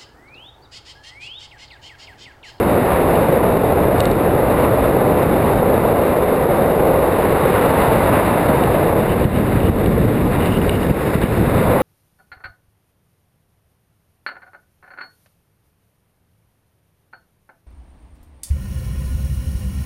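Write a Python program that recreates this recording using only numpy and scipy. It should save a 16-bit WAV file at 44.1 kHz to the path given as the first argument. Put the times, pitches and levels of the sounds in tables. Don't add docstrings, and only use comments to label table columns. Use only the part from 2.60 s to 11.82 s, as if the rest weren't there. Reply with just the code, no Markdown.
import sys
import numpy as np
from scipy import signal
from scipy.fft import rfft, irfft
from scipy.io import wavfile
from scipy.ndimage import uniform_filter1d

SR = 44100
rng = np.random.default_rng(int(sys.argv[2]) if len(sys.argv) > 2 else 0)


def wav_out(sig):
    wavfile.write(sys.argv[1], SR, np.round(np.clip(np.atleast_2d(sig).T, -1, 1) * 32767).astype(np.int16))


def field_ratio(decibels):
    return 10 ** (np.asarray(decibels, dtype=float) / 20)


N = 406602


def read(points, hz):
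    table_hz, value = np.transpose(points)
    return np.interp(np.log(hz + 1), np.log(table_hz + 1), value)


def evened(x):
    return x / np.sqrt(np.mean(x ** 2) + 1e-20)


def add(mix, start_s, sound):
    part = mix[round(start_s * SR):][:len(sound)]
    part += sound[:len(part)]


def wobble(fastest_hz):
    hz = np.fft.rfftfreq(N, 1 / SR)
    spectrum = rfft(rng.standard_normal(N)) / (1 + (hz / fastest_hz) ** 2)
    return evened(irfft(spectrum, N))


def turbulence(spectrum, patchy_db, size, scale=lambda t: np.ones(len(t))):
    frames = N * 4 // size + 5
    hz = np.fft.rfftfreq(size, 1 / SR)
    real, imaginary, patches = rng.standard_normal((frames, len(hz), 3)).T
    patches = uniform_filter1d(patches, size=6, axis=0)
    patches = evened(uniform_filter1d(patches, size=10, axis=1))
    frame_s = np.arange(frames) * size / 4 / SR
    shape_db = read(spectrum, hz[:, None] / scale(frame_s))
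    short_spectra = (real + 1j * imaginary) * field_ratio(shape_db + patchy_db * patches)
    sound = signal.istft(short_spectra, nperseg=size, noverlap=size * 3 // 4)[1]
    return evened(sound[:N])


def wind():
    # (time [s], rush over cruising speed [dB],
    # how far the flow has broken away from the housing [about 0 usual, 1 fully])
    air = [(0, .5, 0.044), (.6, 1, -0.16), (1.0, 0, 0.024), (1.7, -.5, 0.083), (2.1, 0, -0.1),
           (2.7, 0, 0.038), (3.1, 0, -0.045), (3.8, -.5, -0.089), (4.4, -.5, -0.11), (4.8, 2.5, 0.026),
           (5.2, 4, -0.18), (5.8, 2.5, 0.1), (6.35, 0, 0.081), (6.6, 0.5, 0.76), (7.0, -1, 0.86),
           (7.4, -2, 1.14), (7.8, 0, 0.78), (8.15, -1, 1), (8.45, 1, 1.08), (8.8, 0, 1), (9.0, 2, 0.35),
           (9.22, 1.5, 0)]
    time_s, speed_db, broken = np.transpose(air)
    t = np.arange(N) / SR
    speed_db, broken = np.interp(t, time_s, speed_db), np.interp(t, time_s, broken)
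    flutter = wobble(fastest_hz=29.2)
    puffs_db = puffs()
    low = buffeting(t, broken)
    middle = howl(t, speed_db, broken, flutter) + roar(speed_db, broken, flutter, puffs_db)
    return low + middle + hiss(speed_db, broken, flutter, puffs_db)


def puffs():
    # (start [s], length [s], lift before each part takes its share [dB])
    puff_list = [(0.258, 0.14, 2), (1.95, 0.14, 3.5), (2.803, 0.093, 2), (5.516, .1, 3), (6.94, 0.056, 4),
                 (7.696, 0.086, 5), (7.81, 0.097, 2), (8.363, 0.054, 1), (8.503, 0.064, 1.5),
                 (8.602, 0.074, 4)]
    lift_db = np.zeros(N)
    for start_s, length_s, db in puff_list:
        add(lift_db, start_s, db * signal.windows.tukey(round(length_s * SR), .6))
    return lift_db


def buffeting(t, broken):
    # (time [s], buffeting level [dB])
    eddies = [(0, -20), (.9, -19), (1.8, -19), (2.15, -17), (2.4, -19), (2.8, -18), (3.2, -19.5),
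              (3.8, -24.5), (4.6, -21), (5.2, -18), (5.8, -19.5), (6.6, -17.5), (7.05, -16), (7.5, -15),
              (7.9, -15), (8.5, -19), (9.0, -14), (9.22, -19.5)]
    # (frequency [Hz], relative density [dB per Hz])
    colour = [(5, -16), (20, -16.5), (65, -0.5), (180, -1.5), (330, -5.5), (520, -22.5), (800, -50),
              (1500, -54)]
    usual_db, deeper_per_db = -17.5, 0.05
    level_db = np.interp(t, *np.transpose(eddies))
    pitch_scale = np.clip(1 - deeper_per_db * (level_db - usual_db), .5, 2)
    rumble = turbulence(colour, patchy_db=0.22, size=2048, scale=lambda when: np.interp(when, t, pitch_scale))
    lumps_db = (0.6 + 0.68 * broken) * wobble(fastest_hz=21)
    return rumble * field_ratio(level_db + lumps_db)


def howl(t, speed_db, broken, flutter):
    # (multiple of its pitch [ratio], relative density [dB])
    colour = [(.3, -13.5), (.6, -9), (.86, -2.5), (1.04, -1.5), (1.3, -7.5), (1.7, -15.5), (3, -56)]
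    pitch_hz, sag, waver = 515, 0.12, 0.017
    moving_hz = pitch_hz * (1 - sag * broken + waver * wobble(fastest_hz=2.7))
    noise = turbulence(colour, patchy_db=0.36, size=2048, scale=lambda when: np.interp(when, t, moving_hz))
    level_db = -16 - 0.27 * speed_db - 4.5 * broken
    return noise * field_ratio(level_db + 1.23 * flutter)


def roar(speed_db, broken, flutter, puffs_db):
    # (frequency [Hz], relative density [dB per Hz])
    colour = [(300, -15), (700, -3.5), (1030, -3), (1400, -11.5), (2500, -44)]
    level_db = -23 + 0.91 * speed_db - 5 * broken
    return field_ratio(level_db + 0.67 * puffs_db + 0.3 * flutter) * turbulence(colour, patchy_db=0.27, size=1024)


def hiss(speed_db, broken, flutter, puffs_db):
    # (frequency [Hz], relative density [dB per Hz])
    colour = [(300, -26), (900, -15), (1400, 3.5), (2050, 3), (2400, -2), (2800, -4), (3180, -13.5),
              (3730, -6), (4100, -14.5), (5000, -22.5), (5600, -39.5), (6500, -38)]
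    noise = turbulence(colour, patchy_db=0.5, size=512)
    split_hz = 3200
    coarse = signal.oaconvolve(noise, signal.firwin(255, split_hz, fs=SR), "same")
    fine = noise - coarse
    fine_db = -0.089 * speed_db + 0.59 * puffs_db + 0.5 * broken
    level_db = -31.5 + 1.34 * speed_db - .8 * broken
    flutter_db = (0.92 + 0.34 * broken) * flutter
    return field_ratio(level_db + flutter_db) * (field_ratio(puffs_db) * coarse + field_ratio(fine_db) * fine)


def thumps():
    # (time [s], level of the sine under its bell curve [dB], swing [Hz])
    buffets = [(6.386, -8, 169), (6.652, 3, 118), (6.97, 1, 129), (7.097, -1.5, 149), (7.892, -3.5, 190),
               (7.991, -7, 120), (8.31, 0, 160), (8.554, 0, 172), (8.639, 1, 179)]
    out = np.zeros(N)
    for start_s, db, hz in buffets:
        cycles = np.arange(0, 2, hz / SR)
        bell = np.exp(-((cycles - .45) / .5) ** 2)
        add(out, start_s, field_ratio(db) * np.sin(2 * np.pi * cycles) * bell)
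    return out


def ring(blow_hz, narrow_db):
    # (frequency [Hz], relative level [dB], time to fade by 60 dB [s])
    modes = [(2240, 3.5, 0.011), (2850, -1.5, 0.018), (3740, -5, 0.01), (3796, -5, 0.01),
             (4290, -3, 0.0097), (4900, -11, .01), (5700, -8.5, 0.013)]
    t = np.arange(2000) / SR
    sound = np.zeros(len(t))
    for hz, db, fade_s in modes:
        loss_db = narrow_db * np.log2(hz / blow_hz) ** 2
        sound += field_ratio(db - loss_db - 60 * t / fade_s) * np.sin(2 * np.pi * hz * t)
    sound = sound * (1 - np.exp(-t / 0.00043)) ** 2
    return sound / abs(sound).max()


def mount():
    return ticks() + creaks()


def ticks():
    # (time [s], peak level [dB], pitch of the blow [Hz], loss one octave away [dB])
    tick_list = [(0.555, -20, 2850, 32), (1.3824, -29, 4000, 50), (1.3974, -26, 4000, 15),
                 (1.4037, -10.5, 4200, 13), (1.4543, -17, 4300, 26), (1.5115, -30, 5000, 30),
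                 (1.515, -25, 4000, 45), (2.826, -21, 2000, 40), (6.0367, -17, 2900, 20),
                 (6.6423, -23, 2900, 20), (7.002, -22, 2600, 18), (7.26, -20, 2980, 24),
                 (7.8575, -30, 3700, 60), (8.0157, -22, 2800, 60), (8.0935, -11.5, 2900, 37),
                 (8.2302, -22.5, 2800, 50), (8.6153, -25, 3600, 30)]
    out = np.zeros(N)
    for start_s, db, blow_hz, narrow_db in tick_list:
        add(out, start_s, field_ratio(db) * ring(blow_hz, narrow_db))
    return out


def creaks():
    # (start [s], length [s], level against the other creaks [dB])
    creak_list = [(6.465, 0.087, -38), (6.718, .06, -40), (7.015, 0.093, -39.5), (7.797, 0.1, -35),
                  (7.894, 0.095, -35), (8.108, .065, -37), (8.177, .075, -46), (8.625, .045, -38)]
    slips_per_s, unevenness, pitch_jitter = 160, 0.41, .03
    steps = np.cumsum(slips_per_s * (1 + unevenness * wobble(fastest_hz=57.3)) / SR)
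    slips = np.diff(np.floor(steps), prepend=0)
    slips = slips * field_ratio(2.3 * rng.standard_normal(N))
    swell = np.zeros(N)
    for start_s, length_s, db in creak_list:
        add(swell, start_s, field_ratio(db) * signal.windows.tukey(round(length_s * SR), .4))
    ringing = signal.oaconvolve(slips * swell, ring(blow_hz=2850, narrow_db=70))[:N]
    sway = wobble(fastest_hz=120)
    sway = sway - sway.mean() - uniform_filter1d(sway, size=1000)
    read_at = np.arange(N) + pitch_jitter * np.cumsum(sway)
    bent = np.interp(read_at, np.arange(N), ringing)
    return evened(bent) * np.sqrt(np.mean(swell ** 2))


def fizz():
    # (frequency [Hz], relative density [dB per Hz])
    colour = [(3000, -30), (3900, -2), (4400, -8), (5000, 2), (5500, -3.5), (6500, -15)]
    start_s, length_s, level_db = 7.6, 1.45, -54
    swell = np.zeros(N)
    add(swell, start_s, signal.windows.tukey(round(length_s * SR), .6))
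    flicker_db = 1.5 * wobble(fastest_hz=20.5)
    return swell * field_ratio(level_db + flicker_db) * turbulence(colour, patchy_db=1.2, size=512)


def scene():
    return (wind() + thumps() + mount() + fizz())[None]


def limiter_gain(x, ceiling_db, recover_db_per_s, fall_s):
    creep_db = np.arange(N) * recover_db_per_s / SR
    level_db = 20 * np.log10(abs(x) + 1e-9)
    held_db = np.maximum.accumulate(level_db + creep_db) - creep_db
    over_db = np.maximum(held_db - ceiling_db, 0)
    step = 1 / (fall_s * SR)
    return field_ratio(-signal.lfilter([step], [1, step - 1], over_db))


def top_cut(x):
    return signal.sosfilt(signal.butter(12, 15530, fs=SR, output="sos"), x)


def record(dry):
    gain = limiter_gain(dry[0], ceiling_db=-4.5, recover_db_per_s=64, fall_s=0.00044)
    limited = dry[0] * gain
    bass_cut = signal.lfilter(*signal.butter(1, 30, "high", fs=SR), limited)
    before_sampling = signal.firwin(129, 5720, window=("kaiser", 6), fs=SR)
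    smooth = signal.oaconvolve(bass_cut, before_sampling, "same")
    coarse = signal.resample_poly(smooth, 40, 147)
    held = np.repeat(coarse, 4)
    held = signal.resample_poly(held, 147, 160)
    treble_cut = signal.firwin(511, 15300, window=("kaiser", 9), fs=SR)
    held = signal.oaconvolve(held, treble_cut, "same")
    finished = np.pad(held, (0, 8))[None, :N]
    return top_cut(finished)


dry = scene()
out = record(dry)
wav_out(out)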